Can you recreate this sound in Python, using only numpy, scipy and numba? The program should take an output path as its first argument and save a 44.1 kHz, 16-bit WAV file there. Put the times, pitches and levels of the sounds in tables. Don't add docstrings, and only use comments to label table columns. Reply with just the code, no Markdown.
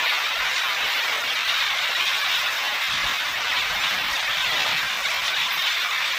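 import sys
import numpy as np
from scipy import signal
from scipy.fft import rfft, irfft
from scipy.io import wavfile
from scipy.ndimage import uniform_filter1d, map_coordinates
from numba import njit

SR = 44100
rng = np.random.default_rng(int(sys.argv[2]) if len(sys.argv) > 2 else 0)


def generate_wav(sig):
    pcm = np.round(np.clip(np.atleast_2d(sig).T, -1, 1) * 32767).astype(np.int16)
    wavfile.write(sys.argv[1], SR, pcm)


def field_ratio(decibels):
    return 10 ** (np.asarray(decibels, dtype=float) / 20)


N = 272538
SPEED = 0.36
LIVE = int(N * SPEED) + 4096


def unit(x):
    return x / np.sqrt(np.mean(x ** 2) + 1e-20)


def coloured(x, spectrum):
    points_hz, points_db = np.transpose(spectrum)
    hz = np.fft.rfftfreq(len(x), 1 / SR)
    gain_db = np.interp(np.log(hz + 1), np.log(points_hz + 1), points_db, -120, -120)
    return unit(irfft(rfft(x) * field_ratio(gain_db), len(x)))


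def curves(rows):
    time_s, *columns = np.transpose(rows)
    return [np.interp(np.arange(N) / SR, time_s, column) for column in columns]


def swells(rows):
    centre_s, width_s, *lifts_db = np.transpose(rows)
    phase = np.clip((np.arange(N) / SR - centre_s[:, None]) / width_s[:, None], -1, 1)
    return np.array(lifts_db) @ np.cos(phase * np.pi / 2) ** 2


def wobble(rate):
    return map_coordinates(rng.standard_normal(N // 100), [np.arange(N) * rate / SR])


@njit
def repeats(x, count, speed, shortest, longest, lean):
    ahead, lags = np.zeros(3 * count, np.int64), np.zeros(3 * count, np.int64)
    fade = np.zeros(3 * count)
    at, put = 0, 0
    while put < count:
        gaps = [np.abs(x[at:at + k + 40] - x[at + k:at + 2 * k + 40]).mean() / k ** lean
                for k in range(shortest, longest)]
        lag = shortest + np.argmin(np.array(gaps))
        step = max(int((speed * (put + lag) - at) / (1 - speed)), 1)
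        ahead[put:put + lag + step] = at + np.arange(lag + step)
        lags[put + lag:put + lag + step] = lag
        fade[put + lag:put + lag + step] = np.arange(step) / step
        at, put = at + step, put + lag + step
    return ahead[:count], (ahead - lags)[:count], fade[:count]


def find_grain(far):
    heard = coloured(far, [(300, -20), (1200, 0), (2200, 0), (4000, -14)])
    return repeats(heard, N, SPEED, SR // 800, SR // 50, 0.04)


def slowed(x, grain):
    ahead, behind, fade = grain
    return (1 - fade) * x[ahead] + fade * x[behind]


def patter(far, patchy_db, drop_db, spread_db):
    z = signal.stft(far, nperseg=256)[2]
    field = uniform_filter1d(rng.standard_normal(z.shape), size=4, axis=0)
    field = uniform_filter1d(field, size=4, axis=1)
    merged = signal.istft(z * field_ratio(patchy_db * unit(field)), nperseg=256)[1][:LIVE]
    hit = rng.random(LIVE) < 0.03
    near = hit * rng.standard_normal(LIVE) * field_ratio(spread_db * rng.standard_normal(LIVE))
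    return unit(merged) + field_ratio(drop_db) * unit(near)


# time_s, level_db
DOWNPOUR = [(0, -25), (.3, -26.5), (.95, -26), (1.25, -27.5), (1.62, -26), (1.75, -27.5), (2.2, -26.5),
            (2.75, -28), (2.95, -27), (3.4, -29), (3.55, -25.5), (3.7, -28), (3.9, -25.5), (4.2, -28.5),
            (4.8, -26.5), (5.28, -28.5), (5.9, -26.5), (6.18, -29)]


def downpour():
    return curves(DOWNPOUR)[0]


# centre_s, width_s, puddle_lift_db, splash_lift_db
SHEETS = [(.11, 0.19, 3, 0), (.57, 0.087, 2, 5), (.87, 0.08, 2, 0.5), (1.12, 0.19, -0.5, 1.5),
          (1.5, 0.075, 5.5, 1.5), (1.63, .15, 3, 0), (2.09, 0.21, 4, 3), (2.33, 0.15, 5, 3),
          (2.57, 0.058, -1.5, 2), (3.07, .3, 2, 2.5), (3.57, 0.2, 3, 0.5), (3.88, 0.11, 2, 1),
          (4.15, 0.14, 0, 2.5), (4.38, 0.082, 3, 2.5), (4.63, .3, 3.5, 2), (5.09, 0.16, -0.5, 4.5),
          (5.27, 0.075, 4, 3.5), (5.4, 0.087, 4, 2.5), (5.7, 0.12, 4.5, 3), (6.07, 0.12, 3, 2.5)]


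def sheets():
    return swells(SHEETS)


# pitch_hz, level_db
PAVING_COLOUR = [(440, -32), (750, -21), (1020, -3.5), (2300, 0.5), (2650, -6.5), (3440, -31), (5830, -120)]


def paving(far, grain, rain_db):
    drops = patter(far, patchy_db=0.6, drop_db=-20.0, spread_db=6.5)
    return field_ratio(rain_db - 0.09) * coloured(slowed(drops, grain), PAVING_COLOUR)


# pitch_hz, level_db
PUDDLE_COLOUR = [(1560, -46), (2650, -0.5), (3700, 4.5), (4400, -8.5), (5720, -27), (9680, -120)]


def puddles(far, grain, surge_db, lift_db, dense):
    level_db = -30.5 + 0.2 * surge_db + lift_db + 0.5 * dense + 1.2 * wobble(30)
    drops = patter(far, patchy_db=1.5, drop_db=-6.5, spread_db=-2.5)
    return field_ratio(level_db) * coloured(slowed(drops, grain), PUDDLE_COLOUR)


# pitch_hz, level_db
ROOF_COLOUR = [(160, -34), (280, -16.5), (360, -14.5), (611, -3), (850, -2), (1100, -13), (1870, -120)]
# time_s, level_db
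RUNOFF = [(0, -36), (.5, -40.5), (1.1, -36.5), (1.55, -41.5), (1.9, -40), (2.35, -39.5), (2.48, -40),
          (2.67, -36.5), (2.88, -45.5), (3.07, -38), (3.2, -41.5), (3.55, -38), (4.4, -40), (4.66, -34.5),
          (4.8, -40.5), (5.3, -40), (5.57, -42), (6.18, -40.5)]


def roofs(far, grain):
    runoff_db, = curves(RUNOFF)
    usual_db = runoff_db.mean()
    level_db = usual_db - 3 + 1.46 * (runoff_db - usual_db) + 1.16 * wobble(20)
    drops = patter(far, patchy_db=0.3, drop_db=-8, spread_db=0.5)
    return field_ratio(level_db) * coloured(slowed(drops, grain), ROOF_COLOUR)


# pitch_hz, level_db
SPLASH_COLOUR = [(2590, -27), (4400, -4), (5590, -1.5), (7870, -12.5), (9190, -18), (9920, -17.5),
                 (11400, -23), (14800, -52), (22000, -120)]


def splash(far, grain, surge_db, lift_db, dense):
    level_db = -39 + 0.1 * surge_db + lift_db + 0.27 * dense + 0.92 * wobble(25)
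    drops = patter(far, patchy_db=1.5, drop_db=-7.0, spread_db=2)
    return field_ratio(level_db) * coloured(slowed(drops, grain), SPLASH_COLOUR)


# pitch_hz, level_db
SPRAY_COLOUR = [(6760, -36), (11500, -7.5), (12800, -2.5), (14800, -1), (15400, 0.5), (15600, -2)]
# centre_s, width_s, lift_db
DRIFTS = [(.95, .2, 1.5), (1.41, .08, -4), (1.75, .2, -2), (2.2, .5, 1.5), (2.84, .15, 1.5),
          (2.95, 0.12, -3), (3.45, .1, -4), (4.23, 0.09, -1.5), (5.48, .08, -2), (5.55, .05, 1),
          (5.6, .15, 3)]


def spray(high, grain, dense):
    drift_db, = swells(DRIFTS)
    drops = patter(high, patchy_db=1.5, drop_db=-9.5, spread_db=5.0)
    return field_ratio(-46 + drift_db + 0.76 * dense) * coloured(slowed(drops, grain), SPRAY_COLOUR)


# time_s, level_db
BREEZE = [(0, -67), (1, -69), (2.2, -69), (2.84, -69.5), (3.3, -57), (3.9, -62), (4.7, -59), (5.3, -67),
          (6.18, -70.5)]
# centre_s, width_s, thud_lift_db, flutter_lift_db
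GUSTS = [(.42, 0.15, 13, 4.5), (.85, 0.089, 12, 12), (1.28, 0.19, -6, 6.5), (1.45, .1, 9, 0),
         (1.7, 0.25, 6, 7.5), (2.03, .1, 11, 5), (2.15, .08, 8, 2), (2.31, 0.21, 13, 8.5), (2.5, .12, 2, 6),
         (2.72, 0.11, 13, 9), (2.94, 0.11, 15, 14), (3.07, 0.1, 20, 11.5), (3.55, .12, 4, 5),
         (3.73, 0.18, 12, 7), (3.83, 0.083, 4, 4), (4.02, 0.21, 5, 11.5), (4.13, 0.092, 6, -2),
         (4.52, 0.15, 10, 12.5), (4.7, .12, -15, 8), (4.81, 0.11, 6, 6.5), (5.05, .1, 4, 4),
         (5.2, .1, 13, 3), (5.43, 0.12, 8, 10.5), (5.6, 0.12, 7, 8.5)]
# pitch_hz, level_db
THUD_COLOUR = [(12, -38), (20, -2), (40, 8), (90, -1), (120, -37), (200, -120)]
# pitch_hz, level_db
FLUTTER_COLOUR = [(56, -34), (95, -2.5), (135, 1.5), (330, -4.5), (430, -19), (730, -120)]


def wind(air, grain):
    breeze_db, = curves(BREEZE)
    thud_lift, flutter_lift = swells(GUSTS)
    gusty = field_ratio(1.05 * wobble(9)) * slowed(air, grain)
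    thud = field_ratio(breeze_db + thud_lift) * coloured(gusty, THUD_COLOUR)
    flutter_db = -59 + 0.6 * (breeze_db - breeze_db.mean()) + flutter_lift
    return thud + field_ratio(flutter_db) * coloured(gusty, FLUTTER_COLOUR)


def weather():
    far, high, air = rng.standard_normal((3, LIVE))
    grain = find_grain(far)
    rain_db = downpour()
    surge_db = rain_db - rain_db.mean()
    puddle_lift, splash_lift = sheets()
    dense = wobble(15)
    ground = paving(far, grain, rain_db) + puddles(far, grain, surge_db, puddle_lift, dense)
    bright = splash(far, grain, surge_db, splash_lift, dense) + spray(high, grain, dense)
    return ground + roofs(far, grain) + bright + wind(air, grain)


# start_s, level_db
SPITS = [
    (2.3146, -27),
    (2.8374, -29),
    (5.5185, -31),
    (5.5245, -31),
    (5.529, -27),
    (5.533, -21),
    (5.543, -21.5),
    (5.5447, -22),
    (5.586, -30),
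]


def spits():
    x, t = np.zeros(N), np.arange(400) / SR
    for start_s, level_db in SPITS:
        puff = field_ratio(level_db + 5 - 60 * t / 0.008) * rng.standard_normal(len(t))
        x[round(start_s * SR):][:len(t)] += puff
    return signal.sosfilt(signal.butter(8, 13000, "high", fs=SR, output="sos"), x)


# centre_s, low_hz, high_hz, level_db
PARTING = [(2.535, 5170, 6500, -44), (3.745, 10300, 11900, -61), (3.815, 5100, 7100, -44),
           (4.23, 6800, 8400, -52), (4.275, 6200, 8400, -51), (4.275, 11000, 12500, -60),
           (4.465, 4200, 5300, -49), (4.95, 7500, 9800, -57), (5.72, 5130, 6460, -40),
           (5.74, 6200, 7600, -52), (5.74, 11000, 12500, -56)]


def parting():
    side, bump = np.zeros(N), np.hanning(2000) ** 0.7
    for centre_s, low_hz, high_hz, level_db in PARTING:
        burst = coloured(rng.standard_normal(len(bump)), [(low_hz, 0), (high_hz, 0)])
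        start = round(centre_s * SR) - len(bump) // 2
        side[start:][:len(bump)] += field_ratio(level_db) * bump * burst
    return np.array([side, -side])


def scene():
    return np.tile(weather() + spits(), (2, 1))


# pitch_hz, width_hz, level_db
PORT = [(9200, 250, -3.5), (11400, 250, -5.5)]


def microphone(dry):
    hz = np.fft.rfftfreq(N, 1 / SR)
    dips_db = sum(db * np.exp(-((hz - centre) / width) ** 2) for centre, width, db in PORT)
    band_limit = np.clip((15530 - hz) / 90, 0, 1)
    return irfft(rfft(dry) * field_ratio(dips_db) * band_limit, N)


def roll_off(x):
    return signal.sosfilt(signal.butter(12, 16820, fs=SR, output="sos"), x)


def record(dry):
    mix = microphone(dry) + parting()
    return roll_off(mix)


dry = scene()
out = record(dry)
generate_wav(out)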